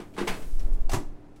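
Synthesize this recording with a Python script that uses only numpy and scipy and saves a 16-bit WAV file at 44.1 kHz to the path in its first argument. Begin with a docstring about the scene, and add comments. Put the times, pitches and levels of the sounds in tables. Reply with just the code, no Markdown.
"""A wire rack clatters into a small steel oven with a tray of sizzling food and knocks against its stop.
The door swings up, shutting in the sizzle and pushing air over the microphone, then catches and slams
with a thud of the case. Each hit is a crack, a burst of fading noise and a few ringing tones.
The sizzle is thousands of tiny pops of hot fat over a hiss.
A small kitchen with a low hum echoes briefly after each blow."""
import sys
import numpy as np
from scipy import signal
from scipy.fft import rfft, irfft
from scipy.io import wavfile
from scipy.ndimage import uniform_filter1d

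SR = 44100
rng = np.random.default_rng(int(sys.argv[2]) if len(sys.argv) > 2 else 0)


def transcribe(signal):
    """Save signal, clipped to [-1, 1], as a 16-bit WAV file at the path in sys.argv[1]."""
    frames = np.atleast_2d(signal).T
    limited = np.clip(frames, -1, 1)
    pcm = np.round(limited * 32767).astype(np.int16)
    wavfile.write(sys.argv[1], SR, pcm)


N = 61739


def rack():
    """The wire rack and its tray clatter along the rails."""
    # each contact: start_s, level_db, bass_db, treble_db, build_up_s, ring_db
    hits = [(0.0, -45.5, 9.5, 1.5, 0.0021, -3.5), (.136, -64, -4, 14, 0.0029, -5),
            (.1655, -41, -22, -6.5, 0.00061, 0), (.1775, -35, -1, -5, 0.00036, -0.5),
            (.182, -36.5, -26, 0.5, 0.0011, 6), (.188, -35, 7, -0.5, 0.00033, -9),
            (.202, -34.5, 11.5, 1, 0.006, -6), (.2722, -32.5, 5.5, 2, 0.00082, 2),
            (.2768, -34.5, -13, 4.5, 0.0011, -1), (.284, -36, 8, -6, 0.00092, -38),
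            (.299, -44.5, 16, 4.5, 0.0017, 0), (.323, -40, -19, -1, 0.0011, -30),
            (.3405, -47.5, 11, 6.5, 0.00055, -3.5), (.358, -47, 10, -8, 0.0016, -7),
            (.418, -53, -11, 5.5, 0.0022, -2)]
    # ringing tones of rack and tray: pitch_hz, level_db, fade_s
    tones = [(182.8, -11.5, 0.52), (448, 3, 0.066), (638.5, -12.5, 0.36), (853, -9, 0.11),
             (877, -5.5, 0.14), (1030, -6.5, 0.33), (1231, -22, 0.43), (1454, -30, 0.28), (1498, -22, 0.46),
             (1614, -13, .16), (2157, -20, 0.11), (2456, -28, 0.069), (2611, -13, 0.14), (3330, -26, 0.18)]
    # clatter of the wires: pitch_hz, level_db
    spectrum = [(100, -26), (180, -7.5), (450, -3.5), (650, 3.5), (950, 2), (1350, 1), (2200, -2.5),
                (3500, -7.5), (6000, -14.5), (10000, -19), (16000, -36)]
    return blows(hits, tones, spectrum, fade_s=0.23, treble_fade_s=0.17, crack_db=2, treble_hz=2850)


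def back_wall():
    """The rack strikes the steel back wall, which rings brightly."""
    # the strike: start_s, level_db, bass_db, treble_db, build_up_s, ring_db
    hits = [(.2765, -30.5, -18, 0.5, 0.00091, -7.5)]
    # ringing tones of the wall: pitch_hz, level_db, fade_s
    tones = [(2180, 3.5, 0.11), (2570, -13, 0.073), (2597, -3.5, 0.31), (3010, -14, 0.066),
             (4300, -7, 0.24)]
    # clatter of the wall: pitch_hz, level_db
    spectrum = [(400, -40), (1400, -3), (2300, 4), (3200, -4.5), (5000, -13), (7000, -12), (11000, -16),
                (16000, -22)]
    return blows(hits, tones, spectrum, fade_s=0.15, treble_fade_s=0.14, crack_db=10)


def tray():
    """The thin tray bends and booms; the deepest bass is lost as air slips round it."""
    # each bend: start_s, level_db
    bends = [(0.0, -35), (.182, -29), (.2025, -33.5), (.2135, -23.5), (.2335, -40.5)]
    # booming tones: pitch_hz, level_db, fade_s
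    tones = [(206, 0.5, .16), (256, -7.5, 0.12), (295.4, -5, 0.14), (349.7, -2, 0.17), (382, -18.5, 0.36)]
    bass_cut = signal.butter(2, 194, "high", fs=SR, output="sos")
    return signal.sosfilt(bass_cut, signal.sosfilt(bass_cut, knocks(bends, tones)))


def door_slam():
    """The door meets its catch, then the frame, and the whole case thuds."""
    # each contact: start_s, level_db, bass_db, treble_db, build_up_s, ring_db
    hits = [(.9165, -33.5, -8, 7, 0.0006, -6), (.9328, -27, -4.5, 5, .0003, -1),
            (.940, -31, -7, -2, 0.00062, -2.5), (.951, -48, 0, -13, 0.00069, -12),
            (.968, -42.5, 20.5, 0, 0.0023, -7)]
    # ringing tones of door and case: pitch_hz, level_db, fade_s
    tones = [(296, -6.5, 0.45), (376, 0, 0.12), (504, -36, 0.24), (601, -14.5, .22), (709, -20.5, 0.39),
             (972.6, -9, 0.11), (1128, -5, 0.1), (1730, -7, 0.12), (1994, -9.5, 0.069), (2370, -27, 0.16)]
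    # clatter of the door: pitch_hz, level_db
    spectrum = [(60, -5), (120, 3), (330, 3), (500, -0.5), (1000, 6.5), (1500, -8), (2500, -9.5),
                (4000, -14), (6500, -13), (10000, -19.5), (16000, -30)]
    # jolts of the case: start_s, level_db
    thuds = [(.932, -38.5), (.9425, -29.5)]
    # low tones of the case: pitch_hz, level_db, fade_s
    case_tones = [(86.6, -8, .16), (102.4, 4, 0.15), (131, -0.5, 0.28), (206, -3.5, 0.058),
                  (260, -3, 0.088), (343, 0.5, 0.34)]
    slam = blows(hits, tones, spectrum, fade_s=0.18, treble_fade_s=0.15, crack_db=-6)
    return slam + knocks(thuds, case_tones)


def hinge():
    """The hinge, catch and case give small clicks, and the hinge spring pings."""
    # each click: start_s, level_db, bass_db, treble_db, build_up_s, ring_db
    hits = [(.595, -45.5, 6, -6.5, 0.0028, -33), (.727, -72, 4, 19.5, .002, -20),
            (.802, -66.5, 0, 7.5, 0.0023, -14), (.8942, -37, 7, -3, 0.0008, 1.5),
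            (1.360, -57.5, 1, -5.5, 0.00085, -20)]
    # ringing tones of the clicks: pitch_hz, level_db, fade_s
    tones = [(709, 2.5, 0.055), (785, 1, 0.056), (2763, -5, .06), (4370, 2.5, 0.022), (6200, -8, 0.064)]
    # noise of the clicks: pitch_hz, level_db
    spectrum = [(150, -8), (750, -1.5), (1500, -3.5), (3000, -4.5), (5700, -4.5), (10000, -8), (16000, -19)]
    # ping of the spring: start_s, level_db
    pings = [(.595, -48)]
    # high tones of the spring: pitch_hz, level_db, fade_s
    spring_tones = [(2110, -11, 0.037), (5400, -1, 0.022), (5800, -1.5, 0.034), (5970, -4, 0.026)]
    clicks = blows(hits, tones, spectrum, fade_s=0.15, treble_fade_s=0.15, crack_db=-20)
    return clicks + knocks(pings, spring_tones)


def sizzle():
    """Hot fat makes tiny pops and a hiss, fading as the door closes."""
    # loudness through the door opening: time_s, level_db
    loudness = [(0, -67), (.12, -71), (.3, -53.5), (.45, -56.5), (.57, -60), (.68, -65.5), (.8, -70.5),
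                (.88, -72), (.98, -90)]
    # bright sound of the fat: pitch_hz, level_db
    spectrum = [(500, -16), (1500, -3), (4000, -3.5), (9000, -0.5), (12000, -4), (16000, -8)]
    pops_per_s = 3800
    pops = (rng.random(N) < pops_per_s / SR) * rng.standard_normal(N)
    hiss = rng.standard_normal(N)
    return unit(colour(unit(pops) + hiss, spectrum)) * curve(loudness)


def rubbing():
    """The sliding rack and the swinging door rub with a dull noise."""
    # loudness of the rubbing: time_s, level_db
    loudness = [(0, -52.5), (.12, -53.5), (.3, -42.5), (.42, -44), (.5, -53), (.58, -55.5), (.64, -46.5),
                (.73, -47.5), (.82, -50.5), (.9, -52), (1.1, -53), (1.4, -60)]
    # its dull sound: pitch_hz, level_db
    spectrum = [(80, 3.5), (180, 4.5), (400, 2), (550, -3), (800, -7), (1300, -15.5), (2500, -24),
                (8000, -41)]
    return noise(spectrum) * curve(loudness)


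def moving_air():
    """Arm and door push air over the microphone in deep puffs."""
    # each puff: peak_s, level_db, half_length_s
    puffs = [(0.246, -35, 0.025), (0.318, -27, 0.021), (0.453, -28, 0.039), (0.524, -20, 0.015),
             (0.572, -17, 0.021), (0.646, -14, 0.024), (0.731, -14.5, 0.022), (0.813, -16.5, 0.013),
             (0.87, -20, 0.019), (0.908, -21.5, 0.029), (0.992, -30.5, 0.047), (1.098, -30, 0.029)]
    # rumble of the air: pitch_hz, level_db
    spectrum = [(5, -4), (12, 0), (18, -2), (25, -10), (40, -15), (50, -24), (62, -35), (80, -47),
                (110, -60), (250, -80), (1000, -110)]
    t = np.arange(N) / SR
    swells = sum(undb(db) * np.exp(-.5 * ((t - peak_s) / half_s) ** 2) for peak_s, db, half_s in puffs)
    return steady(noise(spectrum), span_s=0.082) * (undb(-49.5) + swells)


def kitchen_echo(sound):
    """The counter and walls add a short, blurred echo to a sound."""
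    delay_s, echo_db = 0.006, -12
    tail = at(delay_s, die_away(rng.standard_normal(N), fade_s=0.3, treble_fade_s=0.32))
    tail /= np.sqrt(np.sum(tail ** 2))
    return sound + undb(echo_db) * signal.fftconvolve(sound, tail)[:N]


def background():
    """Quiet room noise and the faint hum of an appliance."""
    # room noise: pitch_hz, level_db
    spectrum = [(30, 5), (70, 5.5), (120, -11.5), (200, 1.5), (320, -0.5), (500, -7.5), (800, -12),
                (1200, -18.5), (2000, -24), (3200, -31.5), (6000, -36.5), (10000, -41), (16000, -64)]
    # humming tones: pitch_hz, level_db
    tones = [(113, -59), (167, -66), (296, -57.5)]
    t = np.arange(N) / SR
    hum = sum(undb(db) * np.sqrt(2) * np.sin(2 * np.pi * (hz * t + rng.random())) for hz, db in tones)
    return undb(-53) * noise(spectrum) + hum


def blows(hits, tones, spectrum, fade_s, treble_fade_s, crack_db, treble_hz=8600):
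    """Each hard hit on steel gives a crack, a noisy clatter and ringing tones."""
    bass_hz, middle_hz, crack_s = 250, 1150, 0.0005
    t = np.arange(N) / SR
    steel = steel_peaks()
    total = np.zeros(N)
    for start_s, level_db, bass_db, treble_db, build_up_s, ring_db in hits:
        balance = [(bass_hz, bass_db), (middle_hz, 0), (treble_hz, treble_db)]
        metal_noise = irfft(rfft(noise(spectrum)) * steel, N)
        metal_noise = colour(steady(metal_noise, span_s=0.0051), balance)
        crack = undb(crack_db) * metal_noise * np.exp(-t / crack_s)
        clatter = die_away(metal_noise, fade_s, treble_fade_s)
        ringing = undb(ring_db) * ring(tones, balance)
        rise = 1 - np.exp(-t / build_up_s)
        total += at(start_s, undb(level_db) * rise * (crack + clatter + ringing))
    return total


def knocks(pushes, tones):
    """Soft pushes make an object ring without any clatter."""
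    ringing = ring(tones)
    return sum(at(start_s, undb(db) * ringing) for start_s, db in pushes)


def ring(tones, balance=((100, 0), (1000, 0))):
    """A struck object's own tones, each fading at its own speed."""
    t = np.arange(N) / SR
    return sum(undb(db) * gain_at(hz, balance) * np.sin(2 * np.pi * hz * t) * fade(fade_s)
               for hz, db, fade_s in tones)


def steel_peaks():
    """Thin steel favours many high pitches: random small peaks and dips in its treble."""
    ripple_db, width_hz, full_depth_hz = 2.5, 52, 9700
    depth_db = ripple_db * np.minimum(np.fft.rfftfreq(N, 1 / SR) / full_depth_hz, 1)
    ripple = uniform_filter1d(rng.standard_normal(N // 2 + 1), int(width_hz * N / SR))
    return undb(depth_db * unit(ripple))


def undb(db):
    """Turn decibels into a gain, the number to multiply a sound by."""
    return 10 ** (np.asarray(db) / 20)


def unit(x):
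    """Scale to an average (rms) level of 1."""
    return x / np.sqrt(np.mean(x ** 2))


def curve(points):
    """Gain over time from (time_s, level_db) points."""
    return undb(np.interp(np.arange(N) / SR, *np.array(points).T))


def gain_at(hz, spectrum):
    """Gain at the given pitches from (pitch_hz, level_db) points."""
    pitch_hz, level_db = np.array(spectrum).T
    return undb(np.interp(np.log(np.maximum(hz, 1)), np.log(pitch_hz), level_db))


def colour(x, spectrum):
    """Turn each pitch in a sound up or down to follow a spectrum."""
    return irfft(rfft(x) * gain_at(np.fft.rfftfreq(N, 1 / SR), spectrum), N)


def noise(spectrum):
    """Noise with the given spectrum and an average level of 1."""
    return unit(colour(rng.standard_normal(N), spectrum))


def steady(x, span_s):
    """Even out the chance swells of a noise."""
    power = np.abs(uniform_filter1d(x ** 2, int(span_s * SR)))
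    return x / np.sqrt(power + 1e-12)


def fade(fade_s):
    """A gain that falls by 60 dB in fade_s seconds."""
    return np.exp(-np.log(1000) * np.arange(N) / SR / fade_s)


def die_away(x, fade_s, treble_fade_s):
    """Let the lows and the treble of a noise fade at their own speeds."""
    low = signal.sosfiltfilt(signal.butter(2, 3000, fs=SR, output="sos"), x)
    return low * fade(fade_s) + (x - low) * fade(treble_fade_s)


def at(start_s, x):
    """Start a sound at the given time."""
    return np.concatenate([np.zeros(int(start_s * SR)), x])[:N]


def scene():
    """Rack, door and sizzle in the kitchen, with moving air on the microphone."""
    rub = rubbing()
    oven = rack() + back_wall() + tray() + hinge() + door_slam()
    return (kitchen_echo(oven) + sizzle() + rub + moving_air() + background())[None]


def record(dry):
    """The recorder cuts the highest treble."""
    top_hz = 15850
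    return signal.sosfilt(signal.ellip(10, .2, 80, top_hz, fs=SR, output="sos"), dry)


dry = scene()
out = record(dry)
transcribe(out)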